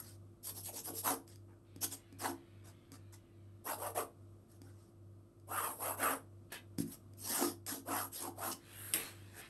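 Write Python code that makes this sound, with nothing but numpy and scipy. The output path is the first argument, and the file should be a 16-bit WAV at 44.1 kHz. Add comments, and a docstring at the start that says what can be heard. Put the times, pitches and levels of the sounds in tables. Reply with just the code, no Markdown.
"""In a quiet room, a pencil sketches on paper fixed to a wooden board, close to a small microphone.
The lead hisses over fine fibres, drums the board as it rides coarser bumps, and ticks where it lands or catches.
The hand bumps the board once, the sleeve slides over it and at the end slides off; one long faint hiss comes early.
Near the end the pencil clacks on wood and rattles to rest. Room noise and low beating hums lie underneath.
Friction is made of random tiny snaps, knocks are short bursts and ringing tones, and hums are plain tones."""
import sys
import numpy as np
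from scipy import signal
from scipy.io import wavfile
from scipy.ndimage import uniform_filter1d, map_coordinates

SR = 44100
rng = np.random.default_rng(int(sys.argv[2]) if len(sys.argv) > 2 else 0)


def file_out(sig):
    """Save sig as 16-bit WAV at sys.argv[1]."""
    # one column per channel
    cols = np.atleast_2d(sig).T
    # limit, then scale
    lim = np.clip(cols, -1, 1)
    pcm = np.round(lim * 32767).astype(np.int16)
    wavfile.write(sys.argv[1], SR, pcm)


N = 418509
TIME = np.arange(N) / SR
# Table levels are relative unless marked otherwise: each function also sets the level of its whole layer.


def pencil(chatter_db=1.5, chatter_hz=220, ring_db=-44, upright_db=8):
    """The lead catches and lets go all the time, and its push on the wood makes the board ring."""
    (hiss, rasp, drum), speed, upright = hand_motion()
    push = board_drumming(drum, speed, upright)
    at_paper = lead_hiss(hiss) + lead_scratch(rasp, speed) + push + shaft_ringing(drum, speed, upright)
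    grip = gain_of(chatter_db * drift(chatter_hz))
    # an upright pencil drives the board's modes harder
    drive = grip * push * gain_of(upright_db * upright)
    return grip * at_paper + gain_of(ring_db) * through(drive, board_ring())


# strokes of the pencil: (start [s], length [s], fastest at [share of length], leans hardest at [share of length],
# hiss level [dB], rasp level [dB], drumming level [dB],
# top speed [1000 = bumps heard at the pitch of their table], tilt [0 flat to 1 upright])
STROKES = [(0.426, 0.11, 0.43, .68, -42.5, -50, -61, 759, .5),
           (0.517, 0.11, 0.63, 0.57, -46, -53.5, -62.5, 703.6, 0.78),
           (0.621, 0.097, 0.52, 0.77, -42.5, -51, -54.5, 750, .4),
           (0.708, 0.12, 0.59, 0.4, -45.5, -47, -53.5, 601, 0.5),
           (0.83, .1, 0.44, 0.66, -41, -52, -48.5, 680.5, 0.62),
           (0.916, 0.11, 0.62, 0.18, -39.5, -47, -54.5, 636.8, 0.36),
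           (1.025, 0.14, 0.44, 0.48, -33.5, -42.5, -36, 929.8, 0.55),
           (1.803, 0.06, 0.61, 0.53, -35.5, -37, -50.5, 650.5, 0.8),
           (1.897, 0.063, 0.56, 0.59, -45, -46.5, -58, 744, 0.77),
           (2.185, 0.16, 0.33, 0.47, -45, -48.5, -43.5, 961, 0.89),
           (3.636, .137, 0.51, 0.5, -40, -51, -41, 920.6, 0.096),
           (3.763, .17, 0.5, 0.49, -43.5, -59, -42, 781, 0.12),
           (3.945, .11, .36, 0.37, -41, -53, -37, 850.3, 0.18),
           (5.468, .315, 0.47, 0.39, -39.5, -58.5, -40.5, 941, .1),
           (5.746, .225, .58, 0.58, -39.5, -58, -40.5, 881.6, .1),
           (5.967, 0.23, 0.38, 0.41, -38, -55, -36.5, 1058, .3),
           (7.16, 0.39, .55, 0.6, -38, -42, -47, 879.7, 1),
           (7.663, .17, 0.15, 0.26, -44, -46, -51, 800, 0.84),
           (7.849, 0.25, 0.47, .35, -41, -51, -40.5, 967.4, 0.49),
           (8.113, 0.21, 0.36, 0.71, -44.5, -49.5, -47, 827, 0.64),
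           (8.341, 0.21, 0.63, 0.52, -41.5, -51.5, -44, 940, 0.67)]
# light touches and brief extra presses of the lead:
# (start [s], length [s], hiss level [dB], rasp level [dB], drumming level [dB])
TOUCHES = [(-.03, 0.047, -43, -52.5, -57.5), (0.004, 0.17, -64.5, -62.5, -74.5),
           (1.267, 0.1, -80, -66, -80), (1.477, 0.079, -95, -99, -71), (2.239, 0.037, -60, -74, -43),
           (2.638, 0.09, -80, -64.5, -65.5), (2.918, 0.063, -76, -63, -66.5),
           (3.122, 0.047, -81, -60.5, -67.5), (4.48, 0.12, -73, -75, -83), (4.62, 0.13, -79, -75, -72.5),
           (4.724, 0.22, -91, -77.5, -78), (6.779, 0.059, -46.5, -51.5, -73),
           (6.857, 0.11, -56, -64.5, -73), (6.91, 0.053, -53, -59.5, -82), (7.389, 0.075, -70, -62, -43),
           (8.511, 0.034, -59, -46, -83)]


def hand_motion(touch_speed=0.95, touch_tilt=0.99, touch_crest=0.39):
    """Each stroke is one swing and one lean of the hand: gives the three strengths, the speed and the tilt."""
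    hiss_power, rasp_power, drum_power = 1.29, 1.45, 1.8
    end_speed = 0.5  # share of the top speed left at either end of a stroke
    force = np.zeros((3, N))
    speed, tilt = np.full(N, touch_speed), np.full(N, touch_tilt)
    for start, length, fastest, hardest, *levels, top_speed, upright in STROKES:
        on, pace = swing(start, length, fastest)
        lean = swing(start, length, hardest)[1]
        shapes = [pace ** hiss_power, pace ** rasp_power, lean ** drum_power]
        force[:, on] += gain_of(levels)[:, None] * shapes
        speed[on] = top_speed / 1000 * (end_speed + (1 - end_speed) * pace)
        tilt[on] = upright
    for start, length, *levels in TOUCHES:
        on, pace = swing(start, length, touch_crest)
        force[:, on] += gain_of(levels)[:, None] * pace
    return force, speed, tilt


# fine fibres of the paper: (frequency [Hz], level [dB])
FIBRES = [(2000, -50), (5500, -41), (7800, -1.5), (12000, 7.5), (16000, 2.5)]


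def lead_hiss(strength, hiss_db=-5):
    """The lead snaps over fine fibres, which makes a bright hiss."""
    return gain_of(hiss_db) * strength * patchy(friction(FIBRES), 3, 500, 0.025)


# rasp of the lead: (frequency [Hz], level [dB])
RASP = [(1500, -30.5), (3000, -11.5), (4200, -10.5), (5200, -4), (7000, -8.5), (12000, -15)]
# rubbing, for lead or cloth: (frequency [Hz], level [dB])
RUB = [(60, -50.5), (330, -0.5), (1250, -9.5), (1750, -1.5), (2900, -18), (4500, -12.5), (10000, -13)]


def lead_scratch(strength, speed, rasp_db=-1, scrape_db=-5):
    """The lead rasps, and fast strokes add a coarser scrape below it."""
    rasp = gain_of(rasp_db) * patchy(friction(RASP), 3.5, 700, 0.03)
    scrape = gain_of(scrape_db) * speed ** 2 * patchy(friction(RUB), 4, 450, 0.03)
    return strength * (rasp + scrape)


# coarser bumps of the paper, as heard at speed 1000: (frequency [Hz], level [dB])
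BUMPINESS = [(130, -27), (330, -11.5), (750, 0), (1550, -4), (2100, -15), (4200, -33)]


def board_drumming(strength, speed, upright, drum_db=1, flat_hz=420, upright_hz=260):
    """The lead rides the coarser bumps and pushes the board; the faster it moves, the higher the pitch."""
    relief = patchy(friction(BUMPINESS, spread_db=2.6), 4.5, 260, 0.035)
    # the bumps are read at the distance that the lead has travelled
    distance = np.cumsum(speed) % (N - 1)
    ride = gain_of(drum_db) * strength * map_coordinates(relief, [distance])
    # a flat pencil passes less bass into the board
    share = np.clip(upright, 0, 1)
    return (1 - share) * without_bass(ride, flat_hz) + share * without_bass(ride, upright_hz)


# bending resonance of the pencil's shaft: (frequency [Hz], level [dB])
SHAFT = [(2000, -30), (2750, 0), (3900, -26)]


def shaft_ringing(strength, speed, upright, shaft_db=-12, upright_loss_db=7.5):
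    """Hard, fast strokes set the shaft ringing, and a flat pencil rings more than an upright one."""
    level = gain_of(shaft_db - upright_loss_db * upright)
    return level * strength * speed ** 3 * patchy(friction(SHAFT), 5, 260, 0.035)


# the lead lands or catches: (time [s], level [dB], board knock compared with the tick [dB])
TICKS = [(1.278, -42, -23), (1.3587, -43, -42), (1.7619, -42, 7.5), (1.8436, -25.5, -14),
         (2.1264, -47.5, 9), (2.919, -38, 0), (4.6176, -42.5, 5), (5.399, -58, -20.5), (6.5211, -48, 7.5),
         (6.785, -27, 4.5), (7.136, -48.5, -18), (7.665, -28.5, -36), (8.5284, -31.5, -5)]
# sharp tick of the lead: (frequency [Hz], level [dB])
TICK_COLOUR = [(300, -19.5), (2500, 0), (5200, 1.5), (16000, -10)]


def lead_ticks(tick_db=-5, knock_db=-19):
    """Each sharp catch of the lead ticks and also knocks the board, which rings."""
    times, db, knock = np.transpose(TICKS)
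    ticks = through(blows(times, db + tick_db), skid(TICK_COLOUR))
    return ticks + through(blows(times, db + knock + knock_db), board_ring())


# the pencil clacks against wood and rebounds: (time [s], level [dB])
CLACKS = [(8.937, -18), (8.944, -28)]
# sharp clack on wood: (frequency [Hz], level [dB])
CLACK_COLOUR = [(600, -45), (1800, 1), (2700, 9.5), (4200, -8), (5200, 8.5), (6500, -2), (8500, 9.5),
                (16000, -12)]


def pencil_clacks(clack_db=-1):
    """The pencil strikes wood and skids for a moment at each contact."""
    return gain_of(clack_db) * through(blows(*np.transpose(CLACKS)), skid(CLACK_COLOUR))


# dying rattle, bright part then woody part: (level at the first clack [dB], time to fall by 60 dB [s])
RATTLE = [(-33.5, 0.23), (-40.5, 0.52)]
# scraped wood: (frequency [Hz], level [dB])
WOOD = [(500, -14.5), (1350, -4.5), (1700, 1.5), (2050, -1.5), (2500, -1), (3300, -3.5), (4100, -6),
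        (9000, -34)]


def rattle(rub_db=-2):
    """After the clack the pencil chatters to rest on the wood; the treble dies first."""
    age = TIME - CLACKS[0][0]
    bright, woody = (gain_of(db - 60 * np.maximum(age, 0) / t60) * (age > 0) for db, t60 in RATTLE)
    wood = patchy(friction(WOOD) + gain_of(rub_db) * friction(RUB), 4, 170, 0.12)
    return bright * friction(FIBRES) + woody * wood


# two contacts of the hand's one bump: (time [s], level [dB])
BUMPS = [(6.785, -38.5), (6.802, -33)]


def hand_bump(soft_hz=280, hand_damping=1.64):
    """A soft hand mostly excites the lowest modes of the board and damps them as it lies there."""
    soften = signal.butter(2, soft_hz, fs=SR, output="sos")
    flesh = signal.sosfilt(soften, blows(*np.transpose(BUMPS)))
    return through(flesh, board_ring(damping=hand_damping))


# natural tones of the board: (frequency [Hz], level [dB], time to fall by 60 dB undamped [s])
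BOARD = [(174.6, -3, 0.16), (229.3, -6.5, 0.26), (272.2, 8, 0.087), (338.3, -6, 0.22), (460.4, -12, 0.093),
         (766.6, -14, 0.032)]


def board_ring(lowest_hz=150, damping=1):
    """The board answers a blow with dying tones; damping shortens them."""
    t = np.arange(SR // 2) / SR
    ring = np.zeros(len(t))
    for hz, db, t60 in BOARD:
        ring += gain_of(db - 60 * t * damping / t60) * np.sin(2 * np.pi * hz * t)
    return without_bass(ring, lowest_hz)


# slides of the sleeve over the board, except the first row, which is a long faint hiss around 2 kHz:
# (start [s], length [s], fastest or loudest at [share of length],
# swish level [dB], rub level [dB], scrape level on the wooden edge [dB])
SLIDES_AND_FAINT_HISS = [(1.646, 2.5, 0.17, -96, -96, -75.5), (6.492, 0.11, 0.63, -80, -61.5, -53.5),
                         (6.519, 0.051, 0.13, -44, -50, -58), (8.556, 0.54, 0.57, -47, -60, -60),
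                         (8.988, 0.15, .4, -67, -56, -60.5), (9.074, 0.9, 0.28, -83, -69.5, -69.5),
                         (9.315, .11, 0.7, -55, -56, -68), (9.393, 0.086, 0.48, -80, -86, -59.5)]


def sleeve_and_faint_hiss(swish_db=-5, swish_power=4.1):
    """Cloth swishes, rubs the board and scrapes its wooden edge; a long faint hiss shares the scrape's sound."""
    force = np.zeros((3, N))
    for start, length, crest, *levels in SLIDES_AND_FAINT_HISS:
        on, pace = swing(start, length, crest)
        # the swish grows more steeply with speed than the rub
        force[:, on] += gain_of(levels)[:, None] * [pace ** swish_power, pace, pace]
    swish, rub, scrape = force
    catches = patchy(friction(RUB, per_s=4000, spread_db=3.8), 2.5, 170, 0.12)
    edge = patchy(friction(WOOD, per_s=4000, spread_db=3), 4, 170, 0.12)
    return gain_of(swish_db) * swish * friction(FIBRES) + rub * catches + scrape * edge


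# echo of the room: (frequency [Hz], time to fall by 60 dB [s])
ROOM = [(150, 0.33), (2000, 0.21), (12000, 0.17)]


def room(x, gap_s=0.0039):
    """Dense reflections of a small room, each band dying at its own speed."""
    hz, t, z = signal.stft(rng.standard_normal(SR // 2), SR, nperseg=256)
    fade = gain_of(-60 * t / read(ROOM, hz)[:, None])
    tail = signal.istft(z * fade, SR, nperseg=256)[1]
    # silent for one gap, then growing to full over another
    tail = tail * np.clip(np.arange(len(tail)) / SR / gap_s - 1, 0, 1)
    return through(x, tail / np.linalg.norm(tail))


# noise of the quiet room: (frequency [Hz], level [dB])
AIR = [(20, -14.5), (68, -4), (125, 0.5), (300, -2), (430, -10.5), (650, -11), (850, -23), (1250, -17),
       (1700, -32), (16000, -38.5)]


def room_noise(air_db=-66):
    """Soft shaped noise whose level wanders a little."""
    air = evened(through(rng.standard_normal(N), response(AIR)))
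    return gain_of(air_db) * air * gain_of(drift(2.1))


# low steady hums, and one faint higher tone of the room: (frequency [Hz], rms level [dB])
HUMS = [(100.0, -61.5), (97.57, -64.5), (48.8, -77), (342, -70)]


def hums(in_step_s=0.17, waver_rad=0.12):
    """Steady tones with slightly wavering phase; the closest two swell together and cancel in turn."""
    total = np.zeros(N)
    for hz, db in HUMS:
        phase = 2 * np.pi * hz * (TIME - in_step_s) + waver_rad * drift(4)
        total += gain_of(db) * np.sqrt(2) * np.cos(phase)
    return total


def friction(colour, per_s=9000, spread_db=1.0):
    """Tiny snaps: random in time, mostly small, a few large."""
    size = gain_of(spread_db * np.minimum(rng.exponential(1, N), 4.5))
    snaps = size * rng.choice([-1, 1], N) * (rng.random(N) < per_s / SR)
    return evened(through(snaps, response(colour)))


def patchy(x, depth_db, width_hz, length_s):
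    """Uneven surface: each moment favours other pitches, at about the same power."""
    z = signal.stft(x, SR, nperseg=512)[2]
    field = rng.standard_normal(z.shape)
    # smooth the chance over patches so wide in pitch and so long in time
    for axis, span in enumerate((width_hz * 512 / SR, length_s * SR / 256)):
        field = uniform_filter1d(field, max(1, round(span)), axis)
    z = z * gain_of(depth_db * evened(field))
    power = uniform_filter1d((abs(z) ** 2).sum(0), size=3)
    return evened(signal.istft(z / np.sqrt(power + 1e-12), SR)[1][:N])


def swing(start, length, crest):
    """A smooth rise and fall: the samples of one movement, and an arch from 0 to 1 and back."""
    on = (TIME > start) & (TIME < start + length)
    # bend time so that the arch tops at the crest
    skew = np.log(0.5) / np.log(np.clip(crest, 0.05, 0.95))
    return on, abs(np.sin(np.pi * ((TIME[on] - start) / length) ** skew))


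def skid(colour):
    """A contact skids for a moment: a short dying noise with this spectrum and a peak of 1."""
    t = np.arange(SR // 50) / SR
    burst = rng.standard_normal(len(t)) * np.exp(-t / 0.0018)
    shaped = signal.fftconvolve(burst, response(colour))
    return shaped / abs(shaped).max()


def blows(times, db):
    """One impulse for each blow."""
    out = np.zeros(N)
    out[np.round(np.asarray(times) * SR).astype(int)] = gain_of(db)
    return out


def without_bass(x, edge_hz):
    """A small board radiates little below its lowest modes."""
    return signal.sosfilt(signal.butter(2, edge_hz, "high", fs=SR, output="sos"), x)


def drift(rate_hz):
    """Random wandering of rms 1, with a new target this many times a second."""
    knots = rng.standard_normal(N // 20)
    return evened(np.interp(TIME * rate_hz, np.arange(len(knots)), knots))


def gain_of(db):
    """Decibels to amplitude."""
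    return 10 ** (np.asarray(db) / 20)


def evened(x):
    """Scales to rms 1."""
    return x / np.sqrt(np.mean(x ** 2) + 1e-20)


def read(points, hz):
    """Reads a table on a log-frequency axis."""
    f, value = np.transpose(points)
    return np.interp(np.log(hz + 1), np.log(f + 1), value)


def response(points, size=4096):
    """The impulse response that has this spectrum and never starts before its cause."""
    log_gain = np.log(gain_of(read(points, abs(np.fft.fftfreq(size, 1 / SR)))))
    return np.fft.ifft(np.exp(np.conj(signal.hilbert(log_gain)))).real[:size // 2]


def through(x, impulse):
    """Convolves and keeps the scene's length."""
    return signal.oaconvolve(x, impulse)[:N]


def scene(room_db=-8):
    """The near sounds, their echo, and the quiet room."""
    near = pencil() + lead_ticks() + pencil_clacks() + hand_bump() + rattle() + sleeve_and_faint_hiss()
    # the sound feeds two different echoes in turn, in a cycle of one second
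    turn = 2 * np.pi * TIME
    echo = room(near * np.cos(turn)) + room(near * np.sin(turn))
    return (near + gain_of(room_db) * echo + room_noise() + hums())[None]


# the microphone's treble: (frequency [Hz], gain [dB])
MICROPHONE = [(7200, 0.5), (8500, 8.5), (9850, 0.5), (10230, -20), (10550, 1), (11300, 11), (12000, 3),
              (13600, -30.5), (14500, -18.5)]


def record(dry, edge_hz=15850):
    """The microphone's peaks and notches in the treble, then a steep cut above the edge."""
    coloured = through(dry[0], response(MICROPHONE))
    band_limit = signal.firwin(511, edge_hz, window=("kaiser", 9), fs=SR)
    return signal.oaconvolve(coloured, band_limit, "same")[None]


dry = scene()
out = record(dry)
file_out(out)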